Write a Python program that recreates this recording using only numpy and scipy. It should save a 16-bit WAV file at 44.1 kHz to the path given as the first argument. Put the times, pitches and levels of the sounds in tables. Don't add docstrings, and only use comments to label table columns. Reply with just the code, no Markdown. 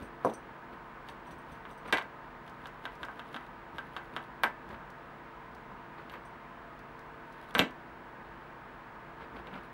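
import sys
import numpy as np
from scipy import signal
from scipy.fft import rfft, irfft, next_fast_len
from scipy.io import wavfile
from scipy.ndimage import map_coordinates

SR = 44100
rng = np.random.default_rng(int(sys.argv[2]) if len(sys.argv) > 2 else 0)


def int16_out(signal):
    q = np.round(np.clip(np.atleast_2d(signal).T, -1, 1) * 32767)
    wavfile.write(sys.argv[1], SR, q.astype(np.int16))


N = 429093
TIME = np.arange(N) / SR
SIZE = 2 ** 14
GRID = np.fft.rfftfreq(SIZE, 1 / SR)

# (frequency [Hz], relative level [dB])
CLICK_COLOUR = [(1000, -17), (4500, 7.5), (6100, 2.5), (7000, -1), (8200, -1), (10500, -4.5), (13000, -3),
                (15500, -13)]
# (time at the fastest [s], length [s], force [dB])
WIPE_STROKES = [(0.026, 0.11, 0), (1.097, 0.075, 0), (1.311, 0.086, 0), (1.52, 0.11, -1), (1.71, 0.083, -2),
                (1.877, 0.059, 1)]
# (time at the end of the push [s], force [dB])
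SCRUB_STROKES = [(2.479, -13.5), (2.657, -5.5), (2.854, 2), (3.0313, 1), (3.1944, -4), (3.344, -2),
                 (3.3633, -2), (3.7835, 0.5), (3.9652, 1.5), (4.1642, 4.5)]
# (time at the fastest [s], length [s], scrape level [dB], bump over scrape [dB])
STRAP_SLIDES = [(0.738, 0.065, -54.5, 1), (1.89, 0.082, -43.5, -15), (4.726, .11, -50, 4),
                (5.994, 0.1, -52.5, -3), (6.15, 0.11, -50, -11), (9.227, 0.067, -49, -5),
                (9.378, 0.096, -48.5, 1.5), (9.558, 0.12, -45.5, -3.5)]


def amp(db):
    return 10 ** (np.asarray(db) / 20)


def unit(x):
    return x / np.sqrt(np.mean(np.abs(x) ** 2) + 1e-20)


def along(points, hz):
    f, v = np.transpose(points)
    return np.interp(np.log(hz + 1), np.log(f + 1), v)


def lift(peaks, hz):
    power = 1
    for f, width, db in peaks:
        power = power + max(amp(db) ** 2 - 1, 0) / (1 + (2 * (hz - f) / width) ** 2)
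    return np.sqrt(power)


def wobble(rate):
    knots = rng.standard_normal(int(N * rate / SR) + 4)
    return map_coordinates(knots, [TIME * rate])


def filtered(x, response):
    m = next_fast_len(N + SIZE)
    return irfft(rfft(x, m) * response(np.fft.rfftfreq(m, 1 / SR)), m)[:N]


def causal(gain):
    cepstrum = irfft(np.log(np.maximum(gain, 1e-7)))
    cepstrum[1:SIZE // 2] *= 2
    cepstrum[SIZE // 2 + 1:] = 0
    return irfft(np.exp(rfft(cepstrum)))


def add(track, s, sound):
    part = track[max(round(s * SR), 0):][:len(sound)]
    part += sound[:len(part)]


def room(sound, build_s=0.002, wall_hz=6000):
    # (frequency [Hz], T60 [s])
    tail_t60 = [(100, 0.15), (400, 0.24), (1500, 0.18), (4000, .19), (8000, 0.17), (15000, 0.053)]
    # (frequency [Hz], tail over direct sound [dB])
    tail_level = [(80, -1), (250, 14.5), (700, 3), (1600, -0.5), (2400, 0.5), (3500, -10.5), (6000, -5.5),
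                  (14000, -5.5)]
    # (delay [s], gain before treble scattering [linear])
    near_walls = [(.0017, .3), (.00415, .65), (.0063, .25)]
    hz, t, noise = signal.stft(rng.standard_normal(SIZE), SR, nperseg=256)
    t60 = along(tail_t60, hz)[:, None]
    tail = signal.istft(noise * amp(-60 * t / t60) / np.sqrt(t60), SR, nperseg=256)[1][:SIZE]
    tail = tail * (1 - np.exp(-(TIME[:SIZE] / build_s) ** 2))
    soft = 1 / (1 + 1j * GRID / wall_hz)
    early = 1 + soft * sum(g * np.exp(-2j * np.pi * GRID * delay) for delay, g in near_walls)
    wet = amp(along(tail_level, GRID))
    total = np.sqrt(1 + np.abs(soft) ** 2 * sum(g * g for delay, g in near_walls) + wet ** 2)
    direct_path = early * rfft(causal(1 / total))
    tail_path = unit(rfft(tail)) * rfft(causal(wet / total))
    path = irfft(direct_path + tail_path)
    return signal.fftconvolve(sound, path[:-SIZE // 8])


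def chatter(bounce_db=-11, spread_s=0.0023, count=5):
    train = np.zeros(SIZE)
    train[0] = 1
    for wait, size in zip(rng.exponential(size=count), rng.standard_normal(count)):
        add(train, spread_s * wait, np.array([amp(bounce_db) * size]))
    return train / np.linalg.norm(train)


def blow(parts, hard_db, weight_db, click_db, contact_hz, steep=6):
    snap_reach = 1.88
    thud, knock, snap, click = parts

    def cushion(edge_hz):
        return 1 / np.sqrt(1 + (GRID / edge_hz) ** (2 * steep))

    bench = causal(np.hypot(amp(weight_db) * thud, knock) * cushion(contact_hz))
    steel_snap = causal(snap * cushion(snap_reach * contact_hz))
    steel_click = amp(click_db) * signal.fftconvolve(click, chatter())[:SIZE]
    return bench + amp(hard_db) * (steel_snap + steel_click)


def knocks(snap_gain_db=1):
    # (time [s], knock level [dB], hardness = snap over knock [dB], weight = thud over knock [dB],
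    #  steel click over snap [dB])
    landings = [(0.248, 8.5, -35, -2.5, -7), (1.0876, -22.5, -2.5, -2, -7), (1.6527, -16.5, -13, -11, -20),
                (1.9257, 0.5, -6.5, -3.5, -7.5), (1.9282, 6, -11.5, -20, -9), (1.9364, -1.5, -7, -11, -24),
                (1.9725, -9.5, -2.5, -24, -13), (1.9833, -2.5, -13, -26, -10),
                (2.013, -12.5, -13, -18, -19), (3.085, -9, -24, -16, -15), (4.4354, 8.5, -14.5, -17, -8.5),
                (4.8066, -13.5, -26, -18, -20), (6.0975, -26.5, 0, -7, -11), (6.139, -19, -13, -2, -9),
                (7.5508, 3.5, -9.5, -8.5, -12), (7.581, -4.5, -10, -2, -12),
                (7.5926, 4.5, 1.5, -2.5, -12.5), (9.4708, -20.5, -6.5, -2, -15), (9.5396, -22, -6, -6, -21)]
    # (frequency [Hz], relative level [dB])
    thud_colour = [(30, -57), (100, -7.5), (160, -15.5), (220, -4), (300, 0.5), (380, -3), (500, 1.5),
                   (650, -1), (1000, -6.5), (3000, -81)]
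    knock_colour = [(100, -51), (450, -14), (650, -4), (1000, 5), (1300, -4), (1600, -0.5), (1900, -4),
                    (2350, 6.5), (3200, -22), (6000, -94)]
    snap_colour = [(1000, -52), (2200, -9), (2700, 2.5), (3100, 2), (3800, 0), (4200, -10), (4700, -11),
                   (5300, -35.5), (9000, -53)]
    # (frequency [Hz], width [Hz], lift [dB])
    buckle_modes = [(228, 54, 4), (480, 45, -3.5), (990, 71, -2), (1120, 51, 5), (1262, 30, 0),
                    (1317, 37, 12.5), (1559, 67, 11), (1580, 40, 10), (1754, 4.5, 11.5), (1994, 22, 14),
                    (2440, 38, 4), (2644, 120, 10.5), (2970, 70, 6), (3120, 390, 6), (3600, 220, 2.5),
                    (3890, 130, 4.5), (4410, 110, 8)]
    # (frequency [Hz], gain [dB])
    held_colour = [(300, 2.5), (900, 0.5), (1550, 2), (2400, -3.5), (3100, 1.5), (3500, 2.5), (3900, 2.5),
                   (4700, -1.5), (8000, -3)]
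    base_contact_hz, hardness_db_per_octave = 2850, 27
    tap_db, tap_hardness_db, tap_weight_db, tap_click_db, tap_contact_hz = -9, -10.5, -15, -11, 1990
    body = lift(buckle_modes, GRID)
    colours = thud_colour, knock_colour, snap_colour, CLICK_COLOUR
    thud, knock, snap, click = [unit(amp(along(colour, GRID)) * body) for colour in colours]
    parts = thud, knock, amp(snap_gain_db) * snap, causal(click)
    out = np.zeros(N)
    for s, db, hard_db, weight_db, click_db in landings:
        contact_hz = base_contact_hz * 2 ** (hard_db / hardness_db_per_octave)
        landing = blow(parts, hard_db, weight_db, click_db, contact_hz)
        add(out, s, amp(db) * room(landing))
    held = causal(amp(along(held_colour, GRID)))
    for s, force_db in SCRUB_STROKES:
        free_tap = blow(parts, tap_hardness_db, tap_weight_db, tap_click_db, tap_contact_hz)
        tap = signal.fftconvolve(free_tap, held)[:SIZE]
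        add(out, s, amp(tap_db + force_db) * room(tap))
    return out


def flops():
    # (time [s], energy [dB])
    slaps = [(7.553, -8), (7.594, 1)]
    # (frequency [Hz], relative level [dB])
    slap_colour = [(30, -24), (70, -14), (120, -17), (175, -3), (265, -0.5), (340, -8), (600, -42),
                   (2000, -72)]
    out = np.zeros(N)
    push = causal(unit(amp(along(slap_colour, GRID))))
    for s, db in slaps:
        add(out, s, room(amp(db) * push))
    return out


def ring(modes, scatter_db=3, detune=0.0043):
    t = TIME[:SIZE]
    x = np.zeros(SIZE)
    for hz, db, t60 in modes:
        strength, pitch, phase = rng.standard_normal(3)
        decay = amp(db + scatter_db * strength - 60 * t / t60)
        x += decay * np.sin(2 * np.pi * hz * (1 + detune * pitch) * t + np.pi * phase)
    return x / np.linalg.norm(x)


def chinks(level_db=-1, touch_db=-9):
    # (time [s], energy of the low modes [dB], energy of the high modes [dB])
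    swings = [(0.248, -28, -39), (0.296, -38, -46), (0.3373, -25.5, -53), (0.348, -34, -52),
              (1.2656, -43, -54), (1.3834, -43, -50), (1.778, -39, -52), (1.925, -22, -40),
              (4.434, -33, -19), (6.1166, -46, -38), (6.253, -40.5, -59), (7.5427, -26, -50),
              (7.585, -25, -15.5)]
    # (frequency [Hz], relative level [dB], T60 [s])
    low_modes = [(5750, -4, 0.082), (6030, -1, 0.065), (6180, -5, 0.11), (5970, -10, 0.052),
                 (7900, -7, 0.093), (8600, 1, 0.076), (9100, -1, 0.049), (9500, -13, 0.067)]
    high_modes = [(10800, -10, .04), (12200, 2, 0.04), (12960, -2, 0.12), (13400, -2, .04),
                  (14160, -2, .045), (14900, -8, .03)]
    wipe_chink_db = -38.5
    shake_high_db = -12
    shaken = []
    for s, length_s, force_db in WIPE_STROKES:
        low_db = wipe_chink_db + force_db
        shaken.append((s, low_db, low_db + shake_high_db))
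    out = np.zeros(N)
    click = causal(unit(amp(along(CLICK_COLOUR, GRID))))
    for s, low_db, high_db in swings + shaken:
        low = amp(low_db) * (amp(touch_db) * click + ring(low_modes))
        touch = low + amp(high_db) * ring(high_modes)
        rattle = signal.fftconvolve(touch, chatter(bounce_db=-15, spread_s=0.0086))[:SIZE]
        add(out, s, room(rattle))
    return amp(level_db) * out


def nails():
    # (time [s], energy [dB])
    ticks = [(2.0235, -38), (2.4774, -43), (2.497, -41), (2.6707, -34), (2.9547, -42), (3.0506, -34),
             (4.6905, -42), (4.9029, -40), (5.55, -41), (6.7925, -42), (6.993, -41), (7.3264, -43),
             (7.7085, -43)]
    out = np.zeros(N)
    click = causal(unit(amp(along(CLICK_COLOUR, GRID))))
    for s, db in ticks:
        add(out, s, room(amp(db) * click))
    return out


def swell(s, length_s, db):
    u = (TIME - s) / length_s
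    return amp(db) / (1 + (2 * u) ** 2) ** 2 * (np.abs(u) < 3)


def scrubbing(offset_s):
    push_s, growth = 0.072, 0.34
    return sum(swell(s + offset_s, push_s, growth * force_db) for s, force_db in SCRUB_STROKES)


def friction(colour, grain_db, grain_rate):
    slips = rng.standard_normal(N) * amp(grain_db * wobble(grain_rate))
    return unit(filtered(slips, lambda hz: amp(along(colour, hz))))


def hisses():
    # (time at the fastest [s], length [s], level [dB])
    finger_slips = [(0.28, 0.098, -55.5), (0.875, .1, -71), (7.397, 0.25, -66.5), (7.503, .04, -60),
                    (9.647, 0.042, -61.5)]
    # (frequency [Hz], relative level per Hz [dB])
    hiss_colour = [(600, -10), (2000, 21), (3600, 18), (5500, 3.5), (8000, -1), (10500, 5), (13000, 0),
                   (15500, -8)]
    wipe_db, push_db, return_db = -62, -64.5, -70
    gain = amp(wipe_db) * sum(swell(*row) for row in WIPE_STROKES)
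    gain += amp(push_db) * scrubbing(-0.01)
    gain += amp(return_db) * scrubbing(0.081)
    gain += sum(swell(*row) for row in finger_slips)
    return gain * friction(hiss_colour, grain_db=6.5, grain_rate=690)


def scrapes():
    # (frequency [Hz], relative level per Hz [dB])
    scrape_colour = [(150, -5), (500, 8), (1200, 11.5), (2200, 3.5), (3800, -8.5), (4800, -15), (6000, -28),
                     (12000, -39)]
    gain = sum(swell(s, length_s, db) for s, length_s, db, weight_db in STRAP_SLIDES)
    return gain * friction(scrape_colour, grain_db=3.5, grain_rate=130)


def bumps():
    # (frequency [Hz], relative level per Hz [dB])
    rumble_colour = [(30, -23), (65, 4), (100, -10.5), (200, 0), (320, -6), (600, -9), (2000, -49.5)]
    wipe_db, push_db = -50.5, -53
    gain = amp(wipe_db) * sum(swell(*row) for row in WIPE_STROKES)
    gain += amp(push_db) * scrubbing(-0.01)
    gain += sum(swell(s, length_s, db + weight_db) for s, length_s, db, weight_db in STRAP_SLIDES)
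    return gain * friction(rumble_colour, grain_db=3.5, grain_rate=64)


def fan(air_db=-49.54, drift=0.6, flutter_db=1.5):
    # (frequency [Hz], relative level per Hz [dB])
    air_colour = [(12, -51), (20, -12), (54, -2), (87, -11.5), (133, -7), (252, -4.5), (274, -3.5),
                  (333, -7), (416, -5.5), (452, -7.5), (491, -6), (932, -4.5), (1720, -7), (6190, -39),
                  (15500, -49.5)]
    # (frequency [Hz], width [Hz], lift [dB])
    duct_modes = [(44.5, 12, 5), (193, 25, 5), (927, 35, 5.5), (1010, 112, 5.5), (1251, 40, 6),
                  (1644, 15, 5.5)]
    # (frequency [Hz], rms level before flutter [dB])
    hum_tones = [(48.4, -81), (119, -68.5), (146, -64.5), (247.6, -65.5), (339.1, -64), (452.2, -65),
                 (683.7, -66), (909.8, -65), (1513, -65.5)]
    noise = rng.standard_normal(N)
    air = unit(filtered(noise, lambda hz: amp(along(air_colour, hz)) * lift(duct_modes, hz)))
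    tones = np.zeros(N)
    for hz, db in hum_tones:
        level = amp(db + flutter_db * wobble(3.16))
        tones += level * np.sin(2 * np.pi * hz * TIME + drift * wobble(5))
    return amp(air_db) * air + np.sqrt(2) * tones


def whine(hz=15671, rms_db=-82):
    return np.sqrt(2) * amp(rms_db) * np.sin(2 * np.pi * hz * TIME)


def scene():
    buckle_and_strap = knocks() + flops() + chinks() + nails()
    handling = hisses() + scrapes() + bumps()
    background = fan() + whine()
    return (buckle_and_strap + handling + background)[None]


def record(dry):
    return filtered(dry[0], lambda hz: hz < 16000)[None]


dry = scene()
out = record(dry)
int16_out(out)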